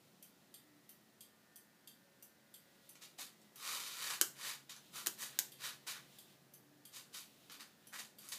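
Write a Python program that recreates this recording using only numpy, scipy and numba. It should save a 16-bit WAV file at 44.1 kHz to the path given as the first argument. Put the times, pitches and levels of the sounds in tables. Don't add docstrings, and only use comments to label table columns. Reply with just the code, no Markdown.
import sys
import numpy as np
from scipy import signal
from scipy.fft import rfft, irfft
from scipy.io import wavfile
from scipy.ndimage import uniform_filter1d
from numba import njit

SR = 44100
rng = np.random.default_rng(int(sys.argv[2]) if len(sys.argv) > 2 else 0)


def transcribe(u):
    v = np.clip(np.atleast_2d(u).T, -1, 1)
    q = np.round(v * 32767).astype(np.int16)
    wavfile.write(sys.argv[1], SR, q)


N = 369558
TIME = np.arange(N) / SR
HIT_TIME = np.arange(SR // 8) / SR

# frequency in Hz, seconds to fade by 60 dB.
ECHO_FADE = [(200, 0.34), (1000, 0.32), (4000, 0.28), (8000, 0.26), (14000, 0.26)]
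# frequency in Hz, relative level in dB.
AIR_SPECTRUM = [(18, -69.5), (30, -36), (97, -15.5), (126, -8), (219, -4.5), (243, -5.5), (284, -5),
                (399, -11.5), (546, -10), (1140, -15.5), (1870, -16.5), (3230, -19), (3980, -18),
                (8950, -23.5), (15500, -22.5)]
# time in seconds, relative level in dB.
RUSH_LEVELS = [(0.0, -70.5), (0.54, -71.5), (1.66, -79), (3.13, -71.5), (4.2, -65.5), (4.76, -72),
               (5.06, -63.5), (6.79, -70.5), (8.38, -68.5)]
# pitch in Hz, level in dB.
FAN_HUMS = [(85, -96), (120, -98), (181, -85), (215, -81), (291, -87.5), (366, -82.5)]
# multiple of twice the mains frequency, level in dB.
LIGHT_HARMONICS = [(10, -91), (11, -93), (12, -90), (13, -91), (14, -92), (15, -88.5), (16, -89.5),
                   (17, -91)]
# start and end in seconds, pitch in Hz, level in dB.
ROOM_HUMS = [(0, 0.605, 181, -76.5), (.5, 0.996, 2050, -84), (0.567, 0.866, 297, -70),
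             (.95, 2.8, 1802, -83.5), (1.947, 3.0, 556, -78), (3.256, 3.704, 212, -75),
             (4.2, 6.895, 138.3, -73), (6.548, 6.9, 295, -71.5), (7.19, 7.7, 285.7, -72.5),
             (7.8, 8.45, 210.4, -74.5)]
# middle in seconds, half length in seconds, level in dB.
SLEEVE_SWINGS = [(.1, 1, -77), (2.85, 0.31, -72.5), (3.46, 0.19, -73.5), (5.298, 0.67, -65),
                 (6.202, 0.19, -70.5), (7.45, 0.45, -70.5)]
# start in seconds, then relative levels in dB for the whole tap,
# the weight of the step and the bright spit of grit.
SOLE_TAPS = [(2.9546, -45.5, -27, -25), (3.0194, -43.5, -23, -14), (3.1871, -44.5, -10.5, -9),
             (3.415, -62, -25, 2), (4.1026, -28, -40, -16), (4.6959, -39.5, -44, -24),
             (4.764, -41.5, -34, -10.5), (5.867, -45, -19, -26), (7.4981, -38.5, -23, -30),
             (7.6065, -39, -38, -7), (7.928, -43.5, -20, -24), (7.9894, -37.5, -18, -14),
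             (8.2883, -46, -43, 5), (8.3221, -35, -45, -7)]
# frequency in Hz, relative level in dB.
SCRAPE_SPECTRUM = [(150, -43), (250, -23.5), (490, -13), (690, -15.5), (850, -7), (1270, -5.5),
                   (1670, -7.5), (1920, -2), (3600, 1.5), (4550, 2), (5220, -5), (12400, -9),
                   (15500, -15.5)]
# start, rise and hold in seconds, then relative levels in dB for the whole sound, # its hiss and its
# low body, then the pitch of its hollow ring in Hz.
SCRAPES_AND_SWELL = [(3.002, 0.025, 0.012, -53.5, -2, -11.5, 2000),
                     (3.174, 0.021, 0.025, -48.5, 0.5, -9, 1700), (3.53, 0.15, .104, -44, -1.3, -8, 1280),
                     (3.729, 0.067, 0.2, -48, -2, -9, 1370), (3.942, 0.093, 0.11, -44, -1, -6.5, 1680),
                     (4.322, 0.14, 0.047, -45, -1, -7, 1700),
                     (4.691, 0.0046, 0.02, -51.5, -3.5, -11, 1370),
                     (4.915, 0.044, 0.047, -50, 1.8, -6.5, 1360), (5.163, .055, 0.024, -48, 3.5, -6, 1760),
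                     (5.3, 0.031, 0.029, -70.5, -5, 1, 1500), (5.575, .074, 0.023, -43, -3, -8, 1600),
                     (5.862, 0.011, 0.041, -45.5, -1.1, -7.5, 1600),
                     (5.935, 0.016, 0.0079, -53, -6, -3, 1600),
                     (6.905, .051, 0.027, -52.5, 0, -10.5, 1480),
                     (7.118, 0.033, 0.029, -49, -1, -11, 1550),
                     (7.483, 0.038, .028, -56.5, -5, -8.5, 1600),
                     (7.589, 0.012, 0.0072, -56, -3, -3.5, 1620),
                     (7.917, 0.021, .024, -52, -0.5, -2.5, 1600),
                     (7.97, 0.019, 0.0095, -48.5, 0.5, -9, 1690),
                     (8.15, 0.097, 0.051, -61.5, 3.5, -7.5, 1400),
                     (8.31, .013, .013, -47, 1.8, -10.5, 1820)]
# frequency in Hz, relative level in dB.
SWITCH_SPECTRUM = [(200, -34.5), (600, -13), (1100, -12), (1600, -4), (2200, -10), (2900, -7), (4000, -5),
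                   (6900, 3.5), (8400, 2), (10000, -2.5), (13000, 1.5), (15500, -10.5)]
# start in seconds, level in dB, then relative knock and rattle in dB.
SWITCH_SNAPS = [(4.2124, -16.5, -4.5, -29), (5.062, -48, 5, 19), (5.0694, -24, -2, -9),
                (5.3890, -21, -16, -10.5)]
# pitch in Hz, width in Hz (wider fades faster), relative level in dB.
HOUSING_TONES = [(1130, 190, -6), (1590, 210, 3), (2950, 230, 1)]
PULL_IN_TONES = [(3130, 260, -6.5), (3400, 170, -11), (4700, 160, -6), (6050, 290, -2.5), (7600, 310, -6.5),
                 (8670, 430, -4.5), (9800, 450, -3), (10500, 410, -7), (10900, 750, -3.5),
                 (11900, 600, -11), (13000, 600, 3), (13900, 500, 2)]
DROP_OUT_TONES = [(3250, 160, 1.5), (3570, 150, -2), (4707, 100, 4.5), (6230, 230, -10), (7480, 250, -6),
                  (8320, 340, -3), (8640, 400, -4), (9100, 270, -3.5), (11300, 450, -0.5), (11900, 450, -4),
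                  (12600, 400, -2), (13000, 450, 1), (15100, 220, -7)]
# start and end in seconds, extra length of the first flash in seconds, relative level in dB.
FLASHER_RUNS = [(0.2259, 4.2, 0, -47.5), (5.1886, 8.38, .016, -49)]


def gain(db):
    return 10 ** (np.asarray(db) / 20)


def unit(x):
    return x / np.sqrt(np.mean(x ** 2))


def unit_hit(x):
    return x * np.sqrt(SR / 1000 / np.sum(x ** 2))


def add(out, start_s, x):
    i = int(start_s * SR)
    out[i:i + len(x)] += x[:len(out) - i]


def value_at(points, hz):
    point_hz, value = np.transpose(points)
    return np.interp(np.log(hz + 1), np.log(point_hz), value)


def colour(x, points):
    hz = np.fft.rfftfreq(len(x), 1 / SR)
    return irfft(rfft(x) * gain(value_at(points, hz)), len(x))


def band(x, lo_hz, hi_hz, order=2):
    edges = [lo_hz, min(hi_hz, SR / 2 - 1)]
    return signal.sosfilt(signal.butter(order, edges, "band", fs=SR, output="sos"), x)


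def wander(rate_hz):
    hold = int(SR / rate_hz)
    steps = np.repeat(rng.standard_normal(N // hold + 1), hold)
    return 1.3 * uniform_filter1d(uniform_filter1d(steps, hold), hold)[:N]


def wavering_tone(hz, drift_radians, rate_hz):
    return np.sin(2 * np.pi * hz * TIME + drift_radians * wander(rate_hz))


def burst(fade_s):
    return unit_hit(rng.standard_normal(len(HIT_TIME)) * np.exp(-HIT_TIME / fade_s))


def ring(tones, scatter_db):
    hz, width, db = np.transpose(tones)[:, :, None]
    size, phase = rng.standard_normal((len(tones), 2)).T[:, :, None]
    waves = np.sin(2 * np.pi * (hz * HIT_TIME + phase))
    fades = np.exp(-np.pi * width * HIT_TIME)
    return unit_hit(np.sum(width * gain(db + scatter_db * size) * fades * waves, axis=0))


@njit
def resonate(x, hz, width_hz):
    out, band_state, low_state = np.empty(len(x)), 0., 0.
    for i in range(len(x)):
        tuning, damping = np.tan(np.pi * hz[i] / SR), width_hz / hz[i]
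        swing = (band_state + tuning * (x[i] - low_state)) / (1 + tuning * (tuning + damping))
        band_state = 2 * swing - band_state
        low_state += 2 * tuning * swing
        out[i] = damping * swing
    return out


def echoes(x, near_db, near_s, far_db):
    t = np.arange(SR // 2) / SR
    tail = 0
    for lo_hz in 62.5 * 2 ** np.arange(9):
        noise = band(rng.standard_normal(len(t)), lo_hz, 2 * lo_hz, order=4)
        tail += noise * gain(-60 * t / value_at(ECHO_FADE, np.sqrt(2) * lo_hz))
    scatter = rng.standard_normal(len(t)) * np.exp(-t / near_s)
    response = 0
    for part, build_s, db in ((scatter, .001, near_db), (tail, .004, far_db)):
        part = part * (1 - np.exp(-t / build_s))
        response += gain(db) * part / np.linalg.norm(part)
    return signal.fftconvolve(x, response)[:N]


def air():
    hiss = gain(-70) * unit(colour(rng.standard_normal(N), AIR_SPECTRUM))
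    rush_spectrum = [(70, -42.5), (130, 3), (300, -3.5), (700, -8), (1500, -23), (4000, -35)]
    rush = unit(colour(rng.standard_normal(N), rush_spectrum))
    rush_db = np.interp(TIME, *np.transpose(RUSH_LEVELS)) - 5 + 0.5 * wander(5.2)
    return hiss + rush * gain(rush_db)


def fan():
    return sum(gain(db + 2 * wander(2.48)) * wavering_tone(hz, 0.77, 9) for hz, db in FAN_HUMS)


def strip_lights(twice_mains_hz=120.1):
    return sum(gain(db + 9 * np.tanh(wander(3.62))) * wavering_tone(multiple * twice_mains_hz, .5, 5)
               for multiple, db in LIGHT_HARMONICS)


def standing_waves(fade_s=0.1):
    out = np.zeros(N)
    for start, end, hz, db in ROOM_HUMS:
        fade = np.clip(np.minimum(TIME - start, end - TIME) / fade_s, 0, 1)
        out += fade * gain(db + 2 * wander(8.6)) * wavering_tone(hz, 0.85, 16)
    return out


def sleeve():
    spectrum = [(1500, -19.5), (2700, -9.5), (3700, -6.5), (4700, -12), (6000, -13.5),
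                (12500, -17.5), (15000, -15)]
    cloth = unit(colour(rng.standard_normal(N), spectrum))
    swings = sum(gain(db) * np.exp(-((TIME - middle) / half_s) ** 2)
                 for middle, half_s, db in SLEEVE_SWINGS)
    return cloth * swings * gain(2 * wander(17))


def sole_taps():
    out = np.zeros(N)
    for start, db, weight_db, spit_db in SOLE_TAPS:
        grit = unit_hit(band(burst(0.00203), 1060, 6200))
        spit = gain(spit_db + 6.5) * unit_hit(band(burst(0.0021), 4600, 12000))
        pat = gain(weight_db + 12) * unit_hit(band(burst(0.0095), 270, 930))
        add(out, start, gain(db - 8.5) * (grit + spit + pat))
    return out + echoes(out, near_db=-1, near_s=0.023, far_db=0)


def swell(start, rise_s, hold_s, sag_db_per_s=7, release_db_per_s=233.5):
    rise = np.clip((TIME - start) / rise_s, 0, 1) ** 1.68
    past_peak_s = np.maximum(TIME - start - rise_s, 0)
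    fall_db = sag_db_per_s * past_peak_s + release_db_per_s * np.maximum(past_peak_s - hold_s, 0)
    return rise * gain(-fall_db)


def scrapes_and_swell(slips_per_s=11000):
    _, _, _, db, hiss_db, body_db, hollow_hz = np.transpose(SCRAPES_AND_SWELL)
    swells = np.array([swell(*row[:3]) for row in SCRAPES_AND_SWELL])
    power = (swells * gain(db)[:, None]) ** 2 + 1e-18
    strength = np.sqrt(power.sum(axis=0))
    hiss_db, body_db, hollow_hz = np.array([hiss_db, body_db, hollow_hz]) @ power / strength ** 2
    slips = rng.standard_normal(N) * (rng.random(N) < slips_per_s / SR)
    slips *= gain(2 * np.minimum(rng.exponential(size=N), 5))
    rub = colour(slips, SCRAPE_SPECTRUM) * gain(0.5 * wander(90))
    body = band(rub, 216, 1870, order=4)
    body = unit(body + gain(9 + body_db) * resonate(body, hollow_hz, width_hz=300.0))
    rasp = unit(band(rub, 2260, 6020, order=4))
    hiss = unit(band(rub, 6140, 16000, order=4))
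    out = strength * (gain(body_db - 0.5) * body + gain(-5) * rasp + gain(hiss_db - 3.5) * hiss)
    return out + echoes(out, near_db=-10.5, near_s=0.0026, far_db=-8.5)


def lever_crack(spread_s=.0013, fade_s=0.013, points=24):
    hz = np.fft.rfftfreq(len(HIT_TIME), 1 / SR)
    delay = spread_s * np.interp(hz, np.linspace(0, SR / 2, points), .5 + rng.random(points))
    phase = 2 * np.pi * np.cumsum(delay) * hz[1]
    pulse = irfft(gain(value_at(SWITCH_SPECTRUM, hz)) * np.exp(-1j * phase), len(HIT_TIME))
    return unit_hit(pulse * np.exp(-HIT_TIME / fade_s))


def handlebar_switch(knock_hz=358):
    out = np.zeros(N)
    thud = np.sin(2 * np.pi * knock_hz * HIT_TIME) * HIT_TIME * np.exp(-HIT_TIME / 0.0034)
    knock = band(unit_hit(thud), 240, 900)
    for start, db, knock_db, rattle_db in SWITCH_SNAPS:
        snap = lever_crack()
        rattle = gain(rattle_db) * band(burst(0.0019), 1200, 19000)
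        ringing = band(ring(HOUSING_TONES, scatter_db=1), 700, 6000)
        housing = gain(-14.5) * (ringing + gain(knock_db) * knock)
        add(out, start, gain(db) * (snap + rattle + housing))
    return out + echoes(out, near_db=-6, near_s=0.0098, far_db=-8)


def flasher_beat(period_s=.6665, lamp_on_s=.3152):
    pull_ins, drop_outs = [], []
    for start, end, extra_s, db in FLASHER_RUNS:
        beats = np.arange(start + extra_s, end, period_s)
        pull_ins += [(s, db) for s in (start, *beats[1:])]
        drop_outs += [(s, db) for s in beats + lamp_on_s if s < end]
    return pull_ins, drop_outs


def armature(ticks, tones, gain_db, crack_db, bounce_s, bounce_db, hits=4):
    out = np.zeros(N)
    for start, db in ticks:
        jitter = rng.uniform(0, .5, hits)
        jitter[0] = 0
        for k in range(hits):
            tick = ring(tones, scatter_db=2) + gain(crack_db) * burst(0.0013)
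            tick = band(tick, 1800, 14000, order=3)
            add(out, start + bounce_s * (k + jitter[k]), gain(db + gain_db + k * bounce_db) * tick)
    return out


def flasher_relay():
    pull_ins, drop_outs = flasher_beat()
    tick = armature(pull_ins, PULL_IN_TONES, gain_db=-2.5, crack_db=-13, bounce_s=.0018, bounce_db=-2)
    tock = armature(drop_outs, DROP_OUT_TONES, gain_db=-1.5, crack_db=-14.5,
                    bounce_s=.002, bounce_db=-1.5)
    return tick + tock + echoes(tick + tock, near_db=-3.5, near_s=0.015, far_db=1)


def scene():
    bike = flasher_relay() + handlebar_switch()
    shuffling = scrapes_and_swell() + sole_taps() + sleeve()
    workshop = air() + fan() + strip_lights() + standing_waves()
    return (bike + shuffling + workshop)[None]


def record(dry, top_hz=15400):
    return signal.sosfilt(signal.ellip(10, .2, 70, top_hz, fs=SR, output="sos"), dry)


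dry = scene()
out = record(dry)
transcribe(out)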